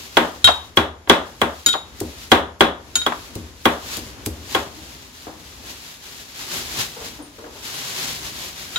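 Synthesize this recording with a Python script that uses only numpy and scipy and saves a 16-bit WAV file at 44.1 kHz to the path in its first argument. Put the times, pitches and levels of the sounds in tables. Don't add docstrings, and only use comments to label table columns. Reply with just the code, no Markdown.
import sys
import numpy as np
from scipy import signal
from scipy.fft import rfft, irfft
from scipy.io import wavfile

SR = 44100
rng = np.random.default_rng(int(sys.argv[2]) if len(sys.argv) > 2 else 0)


def to_wav(s):
    ch = np.atleast_2d(s).T
    pcm = np.round(np.clip(ch, -1, 1) * 32767)
    wavfile.write(sys.argv[1], SR, pcm.astype(np.int16))


N = 387198
T = np.arange(SR * 3 // 4) / SR

# [f/Hz, level/dB, t60/s]
BOOM = [(72.6, -34, 0.81), (83.4, -37, 0.7), (98.2, -18, 0.099)]


def amp(db):
    return 10 ** (np.asarray(db) / 20)


def unit(x):
    return x / np.sqrt(np.mean(x ** 2) + 1e-20)


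def read(points, hz):
    f, value = np.transpose(points)
    return np.interp(np.log(hz + 1), np.log(f + 1), value)


def add(mix, start_s, sound):
    part = mix[:, round(start_s * SR):][:, :sound.shape[1]]
    part += sound[:, :part.shape[1]]


def colour(x, spectrum):
    size = x.shape[-1]
    gain = amp(read(spectrum, np.fft.rfftfreq(size, 1 / SR)))
    return irfft(rfft(x) * gain, size)


def cut(x, hz, kind="low", order=2):
    return signal.sosfilt(signal.butter(order, hz, kind, fs=SR, output="sos"), x)


def diffuse(size):
    # [f/Hz, correlation]
    likeness = [(60, 0.84), (300, 0.94), (700, 0.51), (1300, 0), (15000, 0.014)]
    a, b = rfft(rng.standard_normal((2, size)))
    same = read(likeness, np.fft.rfftfreq(size, 1 / SR))
    return irfft(np.array([a, same * a + np.sqrt(1 - same ** 2) * b]), size)


def wander(width_hz):
    lowpass = np.exp(-(np.fft.rfftfreq(N, 1 / SR) / width_hz) ** 2)
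    return unit(irfft(rfft(rng.standard_normal(N)) * lowpass, N))


def ring(hz, db, t60, apart_hz=2200):
    lag = min(hz / apart_hz, 1) * np.pi / 2 * rng.choice([-1, 1])
    phase = rng.uniform(0, 2 * np.pi) + np.array([[0], [lag]])
    onset = 1 - np.exp(-T * hz)
    return amp(db - 60 * T / t60) * onset * np.sin(2 * np.pi * hz * T + phase)


def modes(table, vary_db=1.5):
    return sum(ring(hz, db + vary_db * rng.standard_normal(), t60) for hz, db, t60 in table)


def afterglow(hz, db, t60=0.31, width_hz=45, build_s=0.025):
    band = np.exp(-((np.fft.rfftfreq(len(T), 1 / SR) - hz) / width_hz) ** 2)
    glow = irfft(rfft(diffuse(len(T))) * band, len(T))
    fade = amp(db - 60 * T / t60) * (1 - np.exp(-T / build_s))
    return unit(glow * fade) * np.sqrt(np.mean(fade ** 2))


def kitchen(x, t60=0.25, first_s=0.003):
    tail = diffuse(len(T)) * amp(-60 * T / t60) * (T > first_s)
    return signal.fftconvolve(x, tail / np.linalg.norm(tail[0]), axes=1)[:, :x.shape[1]]


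def knock(noise, crack_t60_1khz=0.063, crack_slope=0.3, build_cycles=0.66):
    # [band centre f/Hz, crack level/dB, tail level/dB, tail t60/s]
    bands = [(60, -19, -17, .4), (154, -28, -7.5, 0.21), (324, 3.5, 2, 0.36), (550, 4, 2, 0.39),
             (950, 4.5, 0, 0.4), (1590, 4, -2.5, 0.36), (2480, -6, -6.5, 0.26), (3400, 6.5, -3.5, 0.32),
             (4400, -2.5, -15, 0.26), (7950, -22, -20.5, 0.33), (15200, -16, -34, 0.17)]
    hz = np.fft.rfftfreq(len(T), 1 / SR)
    spectrum, out = rfft(noise), 0
    centres = [row[0] for row in bands]
    for share, (centre, crack_db, tail_db, t60) in zip(np.eye(len(bands)), bands):
        band = irfft(spectrum * read(list(zip(centres, share)), hz), len(T))
        crack_t60 = crack_t60_1khz / (centre / 1000) ** crack_slope
        crack = amp(crack_db - 60 * T / crack_t60)
        build = 1 - np.exp(-T * centre / build_cycles)
        tail = amp(tail_db - 60 * T / t60) * build
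        out = out + band * np.hypot(crack, tail)
    return out


def room_tone(level_db=-47.5, swell_db=3.5, swell_hz=2.1, top_hz=3000):
    # [f/Hz, relative level/dB]
    spectrum = [(15, -43), (25, -14), (59, 9), (184, -3.5), (241, 2), (602, -8), (1010, -8.5), (1470, -11),
                (4090, -12), (7200, -9), (8240, -22), (11400, -8.5), (15700, -30.5)]
    tone = unit(cut(colour(diffuse(N), spectrum), top_hz, order=1))
    return amp(level_db + swell_db * wander(swell_hz)) * tone


def rubbing(fall_s=0.057):
    # [t/s, relative level/dB]
    rub = [(0, -44.5), (.5, -49), (.95, -74), (1.12, -70), (1.27, -54.5), (1.6, -48.5), (1.83, -64.5),
           (2.0, -48.5), (2.33, -50.5), (2.45, -76), (2.67, -76), (2.83, -55.5), (3.15, -48.5), (3.6, -56),
           (3.85, -48), (4.33, -53), (4.8, -48), (5.37, -52.5), (5.85, -44.5), (6.26, -49), (6.52, -34.5),
           (6.75, -40), (7.35, -55), (7.62, -48.5), (7.655, -36.5), (8.74, -40)]
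    # [peak t/s, relative level/dB, swell time constant/s]
    swishes = [(3.97, -37.5, 0.16), (4.545, -34.5, 0.043), (5.15, -45, 0.045), (5.71, -45, 0.033),
               (6.42, -39, 0.026), (6.809, -31, 0.038), (7.06, -36, 0.057), (8.04, -32, 0.034),
               (8.25, -41, 0.036), (8.41, -44, 0.021)]
    t = np.arange(N) / SR
    power = amp(np.interp(t, *np.transpose(rub))) ** 2
    for peak_s, db, swell_s in swishes:
        decay = np.maximum((peak_s - t) / swell_s, (t - peak_s) / fall_s)
        power += (amp(db) * np.exp(-decay)) ** 2
    return np.sqrt(power)


def rustle(level_db=6.5, direct=0.18, sway_db=2.01, sway_hz=9, flutter_db=0.4, flutter_hz=47.7,
           grain_db=1.0, grain_hz=640, lag_s=.00027):
    # [f/Hz, relative level/dB]
    spectrum = [(59, -41), (100, -6.5), (166, -4), (201, -16.5), (233, -5), (334, -13.5), (371, -5),
                (449, -11), (983, -8), (1350, -8), (3890, -4), (7040, -8), (8700, -15.5), (11900, -12.5),
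                (15700, -20)]
    uneven_db = sway_db * wander(sway_hz) + flutter_db * wander(flutter_hz) + grain_db * wander(grain_hz)
    slips = rng.standard_normal(N)
    near = np.array([np.roll(slips, round(lag_s * SR)), slips])
    ports = np.sqrt(direct) * near + np.sqrt(1 - direct) * diffuse(N)
    return rubbing() * amp(level_db + uneven_db) * unit(colour(ports, spectrum))


def garlic(snaps_per_s=5000, low_hz=3000, top_hz=12000, swell_db=-15, swell_s=0.0056,
           split_t60=0.035, lead_s=.03):
    # [t/s, level/dB]
    crushes = [(0.171, -13), (0.771, -13), (1.096, -9), (1.4160, -15), (2.0030, -19), (2.3173, -6.5),
               (2.6096, -13.5), (3.0645, -20.5), (3.3538, -23), (3.6546, -10), (3.969, -20),
               (4.2614, -13.5), (4.55, -18)]
    out = np.zeros((2, N))
    t = T - lead_s
    swell = amp(swell_db) * np.exp(-abs(t) / swell_s)
    split = amp(-60 * abs(t) / split_t60)
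    for split_s, db in crushes:
        snaps = unit(diffuse(len(T)) * (rng.random(len(T)) < snaps_per_s / SR))
        snaps = cut(cut(snaps, low_hz, "high", order=1), top_hz, order=1)
        add(out, split_s - lead_s, amp(db) * snaps * np.where(t < 0, swell, split))
    return out


def pounding(alike=0.82):
    # [t/s, force/dB, contact cut-off f/Hz (low when garlic cushions the blow, and for the soft thumps
    # that come with glancing clinks), boom/dB, bowl ring/dB]
    blows = [(0.1695, 0, 3520, -5, -3), (0.445, -18.5, 343, 2.5, 6), (0.7723, -3.5, 5150, 6.5, 4.5),
             (1.074, -25.5, 3000, -12.5, -11), (1.0971, 1.5, 5370, -2, 1.5), (1.4157, -5, 2930, 0, -1),
             (1.664, -19, 400, -10, 0), (2.0113, -9, 363, 2, 0), (2.317, 2, 4230, 5, -1.5),
             (2.607, 0, 4300, 0.5, 1), (2.958, -26.5, 400, -14, 0), (3.0638, -12.5, 4560, -16, 4),
             (3.3570, -11, 254, 4, -5), (3.6550, -2.5, 3300, -0.5, -2.5), (3.9730, -22.5, 508, -8.5, 0),
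             (4.2660, -11.5, 347, 3.5, 2), (4.548, -8, 3930, -4.5, -3)]
    # [f/Hz, level/dB, t60/s]
    slab = [(176, -25, 0.33), (240.8, -15.5, 0.23), (308.9, -13.5, 0.22), (400.6, -18.5, 0.31),
            (461, -5.5, 0.04), (578, -15.5, 0.12), (770.6, -13, 0.14), (932, -14, 0.13), (1069, -14, 0.17),
            (1138, -14.5, 0.15), (1408, -17.5, 0.15), (1540, -17.5, 0.09), (1620, -17.5, 0.17),
            (2430, -20, 0.14)]
    # [f/Hz, level/dB, t60/s]
    bowl = [(3340, 1.5, 0.029), (3360, -22, 0.3), (6200, -35, .08)]
    out, path = np.zeros((2, N)), diffuse(len(T))
    for start_s, force_db, contact_hz, boom_db, bowl_db in blows:
        body = knock(np.sqrt(alike) * path + np.sqrt(1 - alike) * diffuse(len(T)))
        body += modes(slab) + amp(bowl_db) * modes(bowl)
        struck = amp(force_db) * cut(body, contact_hz)
        add(out, start_s, struck + amp(boom_db) * modes(BOOM))
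    return out


def clinks(tick_db=-11, tick_t60=0.1, tick_low_hz=1300, tick_top_hz=6000, tick_wet_db=-7,
           glow_db=-17, fill_s=0.087, tink_s=7.222):
    # [t/s, force/dB, contact cut-off f/Hz, place (0 shaft - 1 head)]
    strikes = [(0.4430, 3, 12300, 0.19), (1.6617, 1, 14900, 1), (1.685, -5.5, 12000, 0.42),
               (2.9551, -1.5, 13350, 0.87), (3.0160, -10.5, 4200, 0.73), (8.7590, -2.5, 2860, 0.66)]
    # [f/Hz, level struck on shaft/dB, level struck on head/dB, t60/s]
    brass = [(1425, -18, -23.5, 0.18), (3125, -14.5, -20.5, 0.13), (3240, -1.5, -33, 0.17),
             (3764, -10, -17, .33), (3781, 4, -12, .09), (4160, -26.5, -14, .04), (4900, -33, -12, 0.024),
             (6878, -17.5, -4, 0.076), (7671, -21, -33, .16), (8805, -31, -21, .08), (13410, -35, -18, .06),
             (14660, -38, -22, .06), (10440, -18, -23, 0.05), (10820, -39, -19, 0.055),
             (11550, -19, -37, 0.088)]
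    # [f/Hz, level/dB, t60/s]
    tink = [(8800, -44, .3), (10420, -43, 0.23)]
    out = np.zeros((2, N))
    for start_s, force_db, contact_hz, place in strikes:
        tick = diffuse(len(T)) * amp(tick_db - 60 * T / tick_t60)
        tick = cut(cut(tick, tick_low_hz, "high", order=1), tick_top_hz, order=1)
        clang = tick + amp(tick_wet_db) * kitchen(tick)
        for hz, shaft_db, head_db, t60 in brass:
            db = shaft_db + place * (head_db - shaft_db)
            filled = np.sqrt(min(t60 / fill_s, 1))
            clang += ring(hz, db, t60) + afterglow(hz, db + glow_db) * filled
        add(out, start_s, amp(force_db) * cut(clang, contact_hz))
    add(out, tink_s, modes(tink))
    return out


def clacks(width_hz=480, t60=0.07, tail_db=-14, tail_t60=0.4, level_db=-9, top_ratio=1.13):
    # [t/s, relative level/dB, clatter centre f/Hz]
    contacts = [(0.4720, 1, 3330), (0.475, 2.5, 1210), (0.486, 2.5, 850), (1.73, -8.5, 3480),
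                (1.739, -6, 1150), (1.751, -8.5, 746), (3.065, -2, 1240), (3.121, -8, 1110)]
    out = np.zeros((2, N))
    fade = amp(-60 * T / t60) + amp(tail_db - 60 * T / tail_t60)
    for start_s, db, hz in contacts:
        edges_hz = [hz / (1 + width_hz / hz / 2), hz + width_hz / 2]
        resonance = signal.butter(1, edges_hz, "band", fs=SR, output="sos")
        chatter = unit(signal.sosfilt(resonance, diffuse(len(T)) * fade))
        chatter = chatter * np.sqrt(np.mean(fade ** 2))
        add(out, start_s, amp(level_db + db) * cut(chatter, top_ratio * hz, order=1))
    return out


def bumps(note_t60=0.33, contact_hz=1200, glow_db=-6, low_hz=200, boom_db=9):
    # [t/s, level/dB, hollow note f/Hz, rattle above the note/dB, softness of touch/s]
    touches = [(4.772, -36.5, 318, -17, .005), (5.268, -33, 309.5, 11.5, .0005),
               (6.964, -35.5, 479, 11, .006), (7.012, -36.5, 446, 10, .006), (7.189, -30, 295, 5.5, 0.0071),
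               (7.383, -36, 451, 9.5, 0.0063), (7.439, -34.5, 465, 12.5, 0.0033),
               (7.553, -45, 406, 15.5, .006)]
    out = np.zeros((2, N))
    for start_s, db, hz, rattle_db, soft_s in touches:
        rattle = cut(cut(knock(diffuse(len(T))), contact_hz), low_hz, "high")
        rattle = rattle * (1 - np.exp(-T / soft_s))
        note = ring(hz, 0, note_t60) + afterglow(hz, glow_db)
        bump = note + amp(rattle_db) * rattle + amp(boom_db) * modes(BOOM)
        add(out, start_s, amp(db) * bump)
    return out


def scene(garlic_wet_db=-7, left_db=1.09, brass_left_db=0.6):
    brass = clinks() * amp([[brass_left_db], [-brass_left_db]])
    cloves = garlic()
    mortar = pounding() + brass + clacks() + cloves + amp(garlic_wet_db) * kitchen(cloves)
    return (mortar + bumps() + rustle() + room_tone()) * amp([[left_db], [-left_db]])


def record(dry, edge_hz=15900):
    clipped = dry / (1 + dry ** 8) ** (1 / 8)
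    lowpass = signal.firwin(511, edge_hz, window=("kaiser", 9), fs=SR)
    return signal.oaconvolve(clipped, lowpass[None], "same")


dry = scene()
out = record(dry)
to_wav(out)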